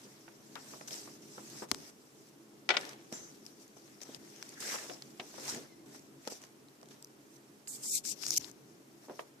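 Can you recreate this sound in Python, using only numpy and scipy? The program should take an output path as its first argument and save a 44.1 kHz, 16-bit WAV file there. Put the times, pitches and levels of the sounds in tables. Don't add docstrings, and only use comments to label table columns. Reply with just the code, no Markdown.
import sys
import numpy as np
from scipy import signal
from scipy.fft import rfft, irfft, next_fast_len
from scipy.io import wavfile
from scipy.ndimage import uniform_filter1d, map_coordinates

SR = 44100
rng = np.random.default_rng(int(sys.argv[2]) if len(sys.argv) > 2 else 0)


def magnitude_from_level(level_db):
    exponent = np.asarray(level_db, float) / 20
    return 10 ** exponent


def log_audio(samples):
    frames = np.atleast_2d(samples).T
    limited = np.clip(frames, -1, 1)
    pcm = np.round(limited * 32767).astype(np.int16)
    wavfile.write(sys.argv[1], SR, pcm)


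N = 414540


def unit(x):
    return x / np.sqrt(np.mean(x ** 2) + 1e-20)


def along(points, hz):
    f, v = np.transpose(points)
    return np.interp(np.log(hz + 1), np.log(f + 1), v)


def curves(rows):
    s, *columns = np.transpose(rows)
    return [np.interp(np.arange(N) / SR, s, column) for column in columns]


def wobble(rate):
    knots = rng.standard_normal(int(N * rate / SR) + 4)
    return map_coordinates(knots, [np.arange(N) * rate / SR])


def filtered(x, response):
    m = next_fast_len(N + SR // 2)
    return irfft(rfft(x, m) * response(np.fft.rfftfreq(m, 1 / SR)), m)[..., :N]


def resonances(modes):
    def response(f):
        total = 0
        for k, (centre, width, db) in enumerate(modes):
            ring = 1j * f * width / (centre * centre - f * f + 1j * f * width)
            total = total + (-1) ** k * magnitude_from_level(db) * ring
        return total
    return response


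def coloured(spectrum):
    return lambda hz: magnitude_from_level(along(spectrum, hz))


def sides(db):
    return magnitude_from_level(np.array([db / 2, -db / 2]))


def blend(pair, alike):
    def mix(hz):
        turn = np.arccos(np.clip(along(alike, hz), -1, 1)) / 2
        return np.array([np.cos(turn), np.sin(turn)])
    mid, side = filtered(pair, mix)
    return np.array([mid + side, mid - side])


def grain(rough_db, rate, patchy_db, crackle=0):
    z = signal.stft(rng.standard_normal((2, N)), nperseg=256)[2]
    field = uniform_filter1d(rng.standard_normal(z.shape[1:]), 5, 0)
    field = uniform_filter1d(field, 10, 1)
    pair = signal.istft(z * magnitude_from_level(patchy_db * unit(field)), nperseg=256)[1][:, :N]
    pop_sizes = (rng.random(N) < 250 / SR) * rng.uniform(.5, 1, N)
    pops = pop_sizes * rng.standard_normal((2, N))
    return pair * magnitude_from_level(rough_db * wobble(rate)) + crackle * pops


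def bursts(rows, alike, spread, top_hz, order, boost_db, size=SR // 32):
    out, t = np.zeros((2, N + SR)), np.arange(size) / SR
    for s, db, pan_db, t60, hz in rows:
        a, b = rng.standard_normal((2, len(t)))
        shape = magnitude_from_level(-60 * t / max(t60, .001)) * (1 - np.exp(-t / 0.00024))
        edges = [hz / spread, min(hz * spread, top_hz)]
        ports = shape * [a, alike * a + np.sqrt(1 - alike ** 2) * b]
        pair = signal.lfilter(*signal.butter(order, edges, "band", fs=SR), ports)
        energy = np.linalg.norm(shape) * np.sqrt((edges[1] - edges[0]) / hz)
        gain = magnitude_from_level(db + boost_db) * energy * sides(pan_db)
        out[:, round(s * SR):][:, :len(t)] += (gain / np.linalg.norm(pair, axis=1))[:, None] * pair
    return out[:, :N]


def soft_edged(x):
    return signal.sosfilt(signal.butter(6, 6800, fs=SR, output="sos"), x)


# (time [s], level [dB])
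HUM = [(0.0, -61), (1.65, -55.5), (2.17, -63.5), (3.03, -58), (3.61, -61), (4.92, -58), (7.59, -61.5),
       (8.22, -56), (9.4, -63.5)]
# (frequency [Hz], width [Hz], level [dB])
ROOM_MODES = [(138, 14, -5), (212, 13, -1), (285, 45, -6), (337, 10, 2), (405, 40, -8), (480, 70, -15)]
# (frequency [Hz], level [dB per Hz])
HISS = [(260, -21), (450, -3.5), (543, -6.5), (812, -9), (1020, -10), (3730, -19), (6260, -19),
        (14000, -23)]
# (frequency [Hz], likeness [-1 to 1])
ALIKE = [(60, 0.3955), (180, 1), (550, 0.5), (1650, -0.31), (4970, 0.3), (15000, -0.087)]


def room():
    (db,) = curves(HUM)
    push = blend(rng.standard_normal((2, N)) * magnitude_from_level(1.54 * wobble(11)), ALIKE)
    modes = resonances(ROOM_MODES)
    rumble = filtered(push, lambda f: (modes(f) + 0.16) / (1 + (95 / (f + 1)) ** 5.9) / (1 + (f / 600) ** 4))
    shake = filtered(rng.standard_normal((2, N)), lambda f: 1 / (1 + (f / 24) ** 3))
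    hiss = filtered(blend(rng.standard_normal((2, N)), ALIKE), coloured(HISS))
    return magnitude_from_level(db + 1.0) * (unit(rumble) + magnitude_from_level(-17.0) * unit(shake)) + magnitude_from_level(-64.5) * unit(hiss)


# (peak time [s], 20 dB rise [s], 20 dB fall [s], rub level [dB], drag over rub [dB])
PUSHES = [(0.01, -3, 0.7544, -59, -1), (0.72, 0.38, 0.3885, -52, -4.5), (0.912, 0.01, 0.06, -44, -4),
          (0.932, 0.04, 0.25, -44.5, -5), (2.3, 1, 0, -65, -11), (2.705, 0.01, 0.25, -51.5, 13),
          (3.126, .012, 0.18, -50, 0.5), (3.36, 0.94, 0.1, -61, -5), (3.47, .09, .14, -58, -8),
          (3.62, .1, .08, -57.5, -10), (3.775, .03, .07, -60.5, -8), (5.27, 0.3, 0.24, -56.5, -6),
          (5.499, 0.17, 0.14, -39.5, -4), (5.56, 0.46, 0.18, -60, 9.5), (5.86, 0, 0.5, -63, 0.5),
          (5.96, 0.08, 0.0593, -53.5, -4), (6.283, 0.02, -0.01, -46.5, 0), (6.91, 0.03, 0.15, -60.5, 2),
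          (3.875, 0.3, 0.5, -63, -2), (7.37, 0.16, 0, -61, -12), (8.379, .07, .006, -37, -20),
          (9.055, .1, .05, -61, -2), (9.11, .05, .15, -64, 1), (9.157, .04, .05, -63, -5),
          (9.207, .05, .04, -55, 0), (9.28, .08, .03, -66, 0), (6.44, 0.13, .08, -59, 0.5),
          (6.27, 0.1, .05, -57, 0), (4.6, .1, -0.2, -52.5, -8), (7.83, 0.03, 0.15, -48.5, -30)]
# (start time [s], length [s], rub level [dB], gain by the end [dB], drag over rub [dB])
GLIDES = [(0.879, 0.013, -45, -1, -8), (1.056, 0.11, -62, 2, -4), (1.221, 0.421, -60, 10, -4.5),
          (1.688, 0.21, -58.5, 3.5, -3.5), (2.772, 0.16, -53, -4, 4), (4.016, 0.016, -51, 0, -4),
          (4.054, 0.11, -60, 4.5, 0), (4.193, 0.35, -62, 6.5, -1.5), (4.605, .15, -43.5, 5.5, -7),
          (4.766, 0.18, -45.5, -8, -2.5), (4.952, 0.17, -58.5, -6.5, -1), (6.302, 0.021, -45.5, 0.5, -8),
          (6.328, .05, -51.5, -3.5, -6), (7.681, 0.083, -42, -3, -23), (7.77, 0.088, -54.5, 1.5, -7.5),
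          (7.834, 0.068, -42, 6.5, -31), (7.911, 0.044, -35.5, 5, -43), (7.953, 0.027, -32.5, -1.5, -29),
          (8.041, .01, -50, 4, -18), (8.053, 0.068, -38.5, 1, -23.5), (8.159, 0.07, -60.5, 9.5, -8.5),
          (8.218, 0.079, -47, 5, -15), (8.318, 0.03, -37.5, -4.5, -17), (8.397, 0.1, -51.5, -5.5, -4)]


def strokes():
    grip_s, stop_s = 0.0085, 0.022
    resting_db, resting_drag_db = -71.5, -73
    t = np.arange(0, N, 64) / SR
    shapes = []
    for s, rise, fall, db, over_db in PUSHES:
        away = np.maximum((s - t) / abs(rise), (t - s) / abs(fall))
        shapes.append((db - 20 * away, over_db))
    for s, length, db, gain_db, over_db in GLIDES:
        ends = np.maximum(np.maximum((s - t) / grip_s, (t - s - length) / stop_s), 0)
        shapes.append((db + gain_db * np.clip((t - s) / length, 0, 1) - 20 * ends, over_db))
    still_db = -6 * (t > 9.23)
    rub_power = magnitude_from_level(2 * (resting_db + still_db)) + sum(magnitude_from_level(2 * db) for db, _ in shapes)
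    drag_power = magnitude_from_level(2 * resting_drag_db) + sum(magnitude_from_level(2 * (db + over_db)) for db, over_db in shapes)
    rub_db, drag_db = 10 * np.log10(rub_power), 10 * np.log10(drag_power)
    sheen_db = -9 - 0.13 * (rub_db + 60)
    sheen_db = sheen_db + 2 * (t > 7.66)
    sheen_db = sheen_db + 3 * np.exp(-((t - 7.95) / 0.036) ** 2)
    return curves(np.transpose([t, rub_db, drag_db, sheen_db]))


# (frequency [Hz], level [dB per Hz])
RUB = [(880, -57), (1500, -30.5), (2280, -14.5), (2900, -13.5), (3700, -10.5), (5660, 0), (8020, -6),
       (9500, -13.5), (12400, -38), (20900, -120)]
# (frequency [Hz], level [dB per Hz])
DRAG = [(150, -13.5), (350, -0.5), (700, -3.5), (1100, -7.5), (1800, -5), (2600, -9), (4000, -10.5),
        (7000, -37)]
# (time [s], level over rub [dB])
EDGE = [(7.66, 12), (7.8, 4), (7.9, 7), (7.96, 3), (7.99, -1), (8.06, -0.5), (8.12, 3), (8.16, -33)]
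# (time [s], left-right difference [dB])
SWING = [
    [(0.0, 0), (1.82, -0.5), (2.45, -0.5), (2.6, 7)],
    [(2.6, 1.5), (3.16, 0), (4.06, 2.5), (4.65, 0), (7.14, -1), (7.6, -6.5)],
    [(7.6, -4.5), (8.176, 11.5), (8.6, 7.5)],
    [(8.6, 6), (9.28, -0.5), (9.4, -3)],
]


def slides():
    rub_db, drag_db, sheen_db = strokes()
    (edge_db,) = curves([(EDGE[0][0] - .01, -60), *EDGE])
    edge_ring = resonances([(7500, 2300, 0)])
    sheen_colour = coloured([(7000, -45.0), (9500, -2.0), (14000, -3.0), (16000, -22)])
    rub = unit(filtered(grain(rough_db=1.0, rate=140, patchy_db=2.5, crackle=6.0), coloured(RUB)))
    edge = unit(filtered(grain(rough_db=0.5, rate=140, patchy_db=0.5), lambda f: edge_ring(f) ** 2))
    sheen = unit(filtered(grain(rough_db=0.5, rate=460, patchy_db=0.2, crackle=4.315), sheen_colour))
    pile = blend(grain(rough_db=1.0, rate=200, patchy_db=2.5, crackle=9.5), ALIKE)
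    drag = unit(filtered(pile, coloured(DRAG)))
    fine = (rub + magnitude_from_level(edge_db) * edge) / np.sqrt(1 + magnitude_from_level(2 * edge_db)) + magnitude_from_level(sheen_db) * sheen
    pan = sides(curves(np.vstack(SWING))[0])
    return pan * (magnitude_from_level(rub_db - 0.84) * fine + magnitude_from_level(drag_db - 2.0) * drag)


# (time [s], peak level [dB], left-right difference [dB], 60 dB decay [s], centre [Hz])
THUMPS = [(0.044, -50.5, 0.012, 0.16, 260), (1.378, -42.5, 0, 0.073, 325), (1.62, -38, 0, 0.048, 266),
          (1.716, -30.5, 0, 0.034, 300), (2.695, -33, 0, 0.1, 428), (2.767, -37, 0, 0.12166, 430),
          (3.124, -32.5, 0, 0.025, 298), (4.089, -41.5, 0, 0.044, 342), (4.096, -42, 0, 0.016, 450),
          (5.195, -44, 0, 0.16, 530), (5.523, -44, 0, 0.34, 240), (5.554, -44, 0, 0.21, 323),
          (6.273, -33.5, 0, 0.032, 367), (6.32, -41.5, 0, 0.044, 474), (9.084, -45, 0, 0.1, 386),
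          (9.096, -42.5, 0, 0.15, 410), (5.196, -48, 0, 0.08, 190), (1.716, -45.5, 0, .06, 100),
          (8.38, -54, 0, .2, 111)]


def thumps():
    return bursts(THUMPS, alike=0.96, spread=1.534, top_hz=2000, order=2, boost_db=0.5, size=SR // 8)


# (time [s], peak level [dB], left-right
# difference [dB], 60 dB decay [s], centre [Hz])
KNOCKS = [
    (0.279, -40, -4, 0.047, 1130),
    (0.554, -35.5, 5.5, 0.15, 1120),
    (0.735, -38, -1, 0.065, 710),
    (0.81, -31, -2, 0.021, 855),
    (1.074, -42, -2, 0.086, 770),
    (1.379, -37, -1, 0.075, 900),
    (1.62, -33.5, 5, 0.12, 640),
          (3.116, -47, -11, 0.0229, 622.5), (3.766, -43, 4, 0.038, 524), (4.098, -63, 3, 0.031, 596),
         (4.62, -36.5, -2, 0.097, 1600), (4.719, -34.5, -4, 0.16, 1470), (4.741, -33.5, 14, 0.083, 568.7),
         (4.758, -25, -2, 0.015, 1500), (4.785, -32, -2, 0.02819, 1690), (5.34, -38, -1, 0.025, 620),
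         (5.38, -36, 5, 0.065, 517), (5.947, -41, 2, 0.028, 915), (6.275, -23.5, 5, 0.011, 540),
         (6.828, -41, -4, 0.042, 558), (9.108, -39.5, 1, 0.044, 610),
          (5.197, -27.5, 1, 0.045, 2160),
          (4.894, -37, 7.5, 0.2, 480),
    (4.897, -30.5, -4, 0.024, 1780),
    (9.0955, -34.5, -4, 0.033, 800),
    (9.192, -24.5, 0, 0.034, 656),
    (9.193, -33, -9, 0.024, 1680),
]


def knocks():
    rows = KNOCKS
    thud = bursts(rows, alike=0.2, spread=1.746, top_hz=8000, order=2, boost_db=-8.0, size=SR // 8)
    return soft_edged(thud)


# (frequency [Hz], 60 dB decay [s])
WALLS = [(200, 0.5), (1500, 0.12), (6000, 0.0078)]


def walls(x):
    hz, t, z = signal.stft(rng.standard_normal((2, SR // 2)), SR, nperseg=256)
    tail = signal.istft(z * magnitude_from_level(-60 * t / along(WALLS, hz)[:, None]), SR, nperseg=256)[1]
    late = np.pad(x, ((0, 0), (150, 0)))
    return signal.fftconvolve(late, tail / np.linalg.norm(tail[0]), axes=1)[:, :N]


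def creases(rows, t60, hz=None):
    return [(s, db + (share_db if hz else 0), pan_db, t60, hz or own_hz)
            for s, db, pan_db, own_hz, share_db in rows]


def snapping(rows):
    t60, body_hz = 0.0071, 2190
    tick = bursts(creases(rows, t60), alike=0.18, spread=1.114, top_hz=16000, order=1, boost_db=0.1)
    body = bursts(creases(rows, t60, body_hz), alike=0.34, spread=1.8, top_hz=16000, order=1, boost_db=-1)
    return tick + body


# (time [s], peak level [dB], left-right difference [dB], centre [Hz], shake of the sheet [dB])
SNAPS = [(0.555, -26, 2, 3865, -32), (0.8755, -30, 6, 6500, -17), (0.879, -31, 4, 5800, -19),
         (0.8835, -31.5, -4, 6600, -6.5), (0.908, -28, 0, 3400, -20), (0.941, -24.5, 3.5, 5260, -28),
         (1.5, -34, -2.5, 6370, -15), (1.7178, -36, 16, 5530, -17), (2.692, -17, 8, 5770, -38),
         (2.7715, -23, -7, 3310, -17.5), (2.921, -44, -2, 5500, -8), (3.126, -27, 4, 5924, -10),
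         (3.453, -40, 0, 5500, -25), (3.464, -28.5, 6, 4970, -38), (3.679, -41, 0, 6360, -25),
         (3.905, -50, 0, 5500, -25), (4.005, -43, -2, 4020, -5), (4.0158, -32, 13, 5890, -14),
         (4.033, -30.5, 11, 6040, -18), (4.1467, -30, 14, 5100, -15), (4.362, -36, 1.5, 5700, -11),
         (4.4261, -25, 5.5, 5400, -7), (4.4914, -28.5, 4, 6800, -27), (4.6046, -27, -8.5, 7100, -18.5),
         (4.851, -38.5, 5, 7000, -20), (5.022, -25, -3, 4560, -21), (5.398, -37, -2, 5500, 0),
         (5.48, -22, -6, 6000, -14), (5.498, -20.5, -4, 6010, -20), (5.9943, -39, 1.5, 6140, -20),
         (6.275, -26, 11.5, 5150, -7.5), (6.685, -42, -2.5, 4070, -23), (6.814, -42.5, -5, 5900, -14),
         (6.83, -41, 0.5, 5300, -13), (6.857, -44, 0, 6400, -10), (6.887, -42, -2, 6800, -9),
         (7.674, -29, -6, 4620, -14), (8.0518, -34, 17, 5160, -12)]


def snaps():
    return snapping(SNAPS)


# (time [s], peak level [dB], left-right difference [dB])
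CRACK = [
    (1.71472, -17, 14),
    (1.7152, -6, 17),
    (1.71613, -12, 17),
    (1.7196, -24, 8),
    (1.7446, -33, 8),
    (1.7467, -21, 10),
]
# (frequency [Hz], width [Hz], level [dB])
CORNER = [(480, 400, -5), (1100, 1030, 4.5), (4930, 1800, 5.5), (8400, 4500, -1.5)]


def cracks():
    blows = np.zeros((2, N))
    for s, db, pan_db in CRACK:
        blows[:, round(s * SR)] = magnitude_from_level(db - pan_db / 2) * sides(pan_db)
    return magnitude_from_level(9.0) * filtered(blows, resonances(CORNER))


# (time [s], peak level [dB], left-right difference [dB], 60 dB decay [s], centre [Hz])
DROP = [(2.69, -13, 6.5, 0.026, 2000), (2.704, -19, 13, 0.06, 1640), (2.702, -18.5, -10, 0.026, 2120),
        (2.711, -31, 3, 0.05, 1940), (2.738, -28.5, 2, 0.049, 1460), (2.749, -29, -4, 0.036, 1470),
        (2.768, -13.5, 6.5, 0.027, 2400), (2.7705, -17.5, -2, 0.019, 3000), (2.743, -28, 0, .04, 1300),
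        (2.755, -31, 0, .04, 1200), (2.779, -27, -4, 0.017, 1920)]
# (frequency [Hz], width [Hz], level [dB])
PAD = [(706, 120, -0.5), (1440, 100, -3), (1954, 39, 1.5), (2320, 160, -4), (3000, 120, -7),
       (3400, 180, -9)]


def pad_drop():
    hits = bursts(DROP, alike=0.25, spread=2.12, top_hz=8000, order=2, boost_db=-10.5, size=SR // 8)
    boards = lambda f: 1 + magnitude_from_level(6) * sum(resonances([mode])(f) for mode in PAD)
    return soft_edged(filtered(hits, boards))


# (time [s], peak level [dB], left-right difference [dB], centre [Hz], shake of the sheet [dB])
FLUTTER = [
    (5.341, -40.5, 0, 5000, -9),
    (5.547, -28, -1, 6500, -6.5),
    (5.553, -34, 0, 7500, -15),
    (6.252, -40, 2, 5500, -8),
    (6.418, -37, 0, 6000, -18),
    (6.427, -39, 0, 6500, -18),
    (6.438, -36, 2, 5500, -7),
    (6.45, -39, 0, 5500, -15),
    (6.468, -45, 0, 6000, -15),
]


def flaps():
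    start_s, gap_s = 2.8117, .0405
    corner = [(start_s + k * gap_s, -28.5, 0, 5400, -17) for k in range(3)]
    return snapping(corner + FLUTTER)


# (frequency [Hz], width [Hz], start time [s], level [dB], 60 dB decay [s])
SQUEAK = [
    (5500, 400, 3.125, -47, .3),
    (6150, 330, 3.125, -48, .8),
    (7200, 330, 3.14, -52, .9),
]


def squeak():
    t, out = np.arange(N) / SR, 0
    noise = rng.standard_normal((2, N))
    for hz, width, start, db, t60 in SQUEAK:
        ring = resonances([(hz, width, 0)])
        band = unit(filtered(noise, lambda f: ring(f) ** 2)) * magnitude_from_level(3 * wobble(35))
        skidding = (t > start) & (t < 3.305)
        out = out + magnitude_from_level(db - 60 * np.clip(t - start, 0, 1) / t60) * skidding * band
    return out


# (time [s], level [dB])
HOLLOW = [(4.54, -72), (4.56, -62), (4.6, -61), (4.66, -50), (4.73, -44), (4.79, -52), (4.85, -64),
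          (4.9, -85)]


def hollow():
    (db,) = curves([(HOLLOW[0][0] - .01, -130), *HOLLOW, (HOLLOW[-1][0] + .01, -130)])
    pocket = resonances([(1810, 760, 0)])
    rubbing = grain(rough_db=4.0, rate=90, patchy_db=3.0, crackle=5)
    return magnitude_from_level(db) * unit(filtered(rubbing, lambda f: pocket(f) ** 2))


# (time [s], level [dB], pitch [Hz])
CREAK = [(5.61, -70.5, 2090), (5.65, -69, 2030), (5.69, -72, 2100), (5.73, -63, 2070), (5.76, -69, 1980),
         (5.81, -72, 2040), (5.84, -90, 2000)]


def creak():
    db, hz = curves([(CREAK[0][0] - .01, -130, 2200), *CREAK, (CREAK[-1][0] + 0.011, -130, 2000)])
    phase = 2 * np.pi * np.cumsum(hz * (1 + 0.045 * wobble(150))) / SR
    return magnitude_from_level(db - 2.5 + 4 * wobble(70)) * (np.sin(phase) + 0.6 * np.sin(2 * phase))


# (time [s], peak level [dB], left-right difference [dB], centre [Hz], highest crackle [dB])
CRUMPLE = [(7.0255, -34, -1, 5800, -10.5), (7.025, -33.5, 3, 8200, -10), (7.046, -28, 1.5, 5760, -9),
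           (7.0715, -46, 0, 5500, -8), (8.2258, -27.5, 5.5, 6000, -26), (8.232, -25, 5, 5140, -29),
           (8.236, -22, -3, 5450, -33), (8.2555, -25, 7, 5800, -24), (8.264, -26, 17, 5800, -22),
           (8.2654, -13.5, -2, 6000, -24), (8.2785, -23, -3, 7600, -20), (8.283, -19, -1, 6900, -22),
           (8.287, -23, -8, 7000, -18), (8.3057, -8, -4, 6100, -16), (8.3075, -13.5, 2, 5500, -14),
           (8.3185, -29, -3.5, 5200, -18), (8.326, -24, -7, 6000, -15), (8.333, -23, -11, 5400, -16),
           (8.3394, -19, -13, 6000, -13), (8.3445, -23, -2, 6300, -14), (8.359, -20, -7, 6010, -19),
           (8.364, -12, -2, 5904, -17), (8.367, -19, 4, 6000, -16), (8.3709, -12, -3, 6200, -9.5),
           (8.3744, -10, 8, 6100, -11.5), (8.3752, -12, 14, 5970, -15.5), (8.379, -10, -2, 6700, -4.5),
           (8.3808, -18, 3, 6373, -23), (8.4114, -36, 8, 5900, -16), (8.4443, -27, 7, 4430, -29),
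           (8.4838, -39, 8, 5950, -7), (8.514, -35, 6, 6330, -8)]


def crumple():
    t60, body_hz, crisp_hz = 0.0044, 2190, 11600
    dull = [(s, db, pan_db, hz, 2 * -8.5 - 22.5 - crisp_db) for s, db, pan_db, hz, crisp_db in CRUMPLE]
    tick = bursts(creases(CRUMPLE, t60), alike=0.2, spread=1.163, top_hz=16000, order=2, boost_db=1.5)
    body = bursts(creases(dull, t60, body_hz), alike=0.17, spread=2.24, top_hz=16000, order=1, boost_db=-1)
    crisp = bursts(creases(CRUMPLE, t60, crisp_hz), alike=0.251, spread=1.4, top_hz=15700, order=1,
                   boost_db=2.0)
    return tick + body + crisp


# (frequency [Hz], left-right difference [dB])
PORTS = [(2500, 0), (5500, 4.5), (8000, -4), (12000, -4)]


def scene():
    thud = thumps() + knocks() + pad_drop()
    ticks = snaps() + cracks() + flaps() + crumple()
    paper = slides() + thud + walls(magnitude_from_level(-17.0) * thud) + ticks + squeak() + hollow() + creak()
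    return filtered(paper, lambda hz: sides(along(PORTS, hz))) + room()


# (frequency [Hz], depth [dB])
STARVE = [(550, 60), (750, 30.5), (1400, 24), (3600, 19.5), (4500, 60), (8300, 57), (9600, 29.5),
          (15000, 34.5)]


def starved(x):
    hz, _, z = signal.stft(x, SR, nperseg=1024)
    power = uniform_filter1d(np.mean(np.abs(z) ** 2, 0), size=9, axis=0)
    power = uniform_filter1d(power, size=3, axis=1)
    level_db = 10 * np.log10(np.abs(power) + 1e-16)
    over_db = level_db[hz > 1000].max(0) - level_db - along(STARVE, hz)[:, None]
    loss_db = 7 * np.maximum(over_db, 0)
    return signal.istft(z * magnitude_from_level(-loss_db), SR, nperseg=1024)[1][:, :N]


def top_band(x):
    gate_db = -58
    top = magnitude_from_level(-17) * filtered(x, lambda hz: (hz >= 14550) & (hz < 16500))
    power = np.abs(uniform_filter1d(np.mean(top ** 2, 0), size=96)) ** 2
    return top * power / (power + magnitude_from_level(4.4 * gate_db))


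def top_cut(x):
    return signal.sosfilt(signal.butter(12, 16510, fs=SR, output="sos"), x)


def record(dry):
    x = signal.sosfilt(signal.butter(1, 90, "high", fs=SR, output="sos"), dry)
    mix = starved(filtered(x, lambda hz: hz < 14550)) + top_band(x)
    return top_cut(mix)


dry = scene()
out = record(dry)
log_audio(out)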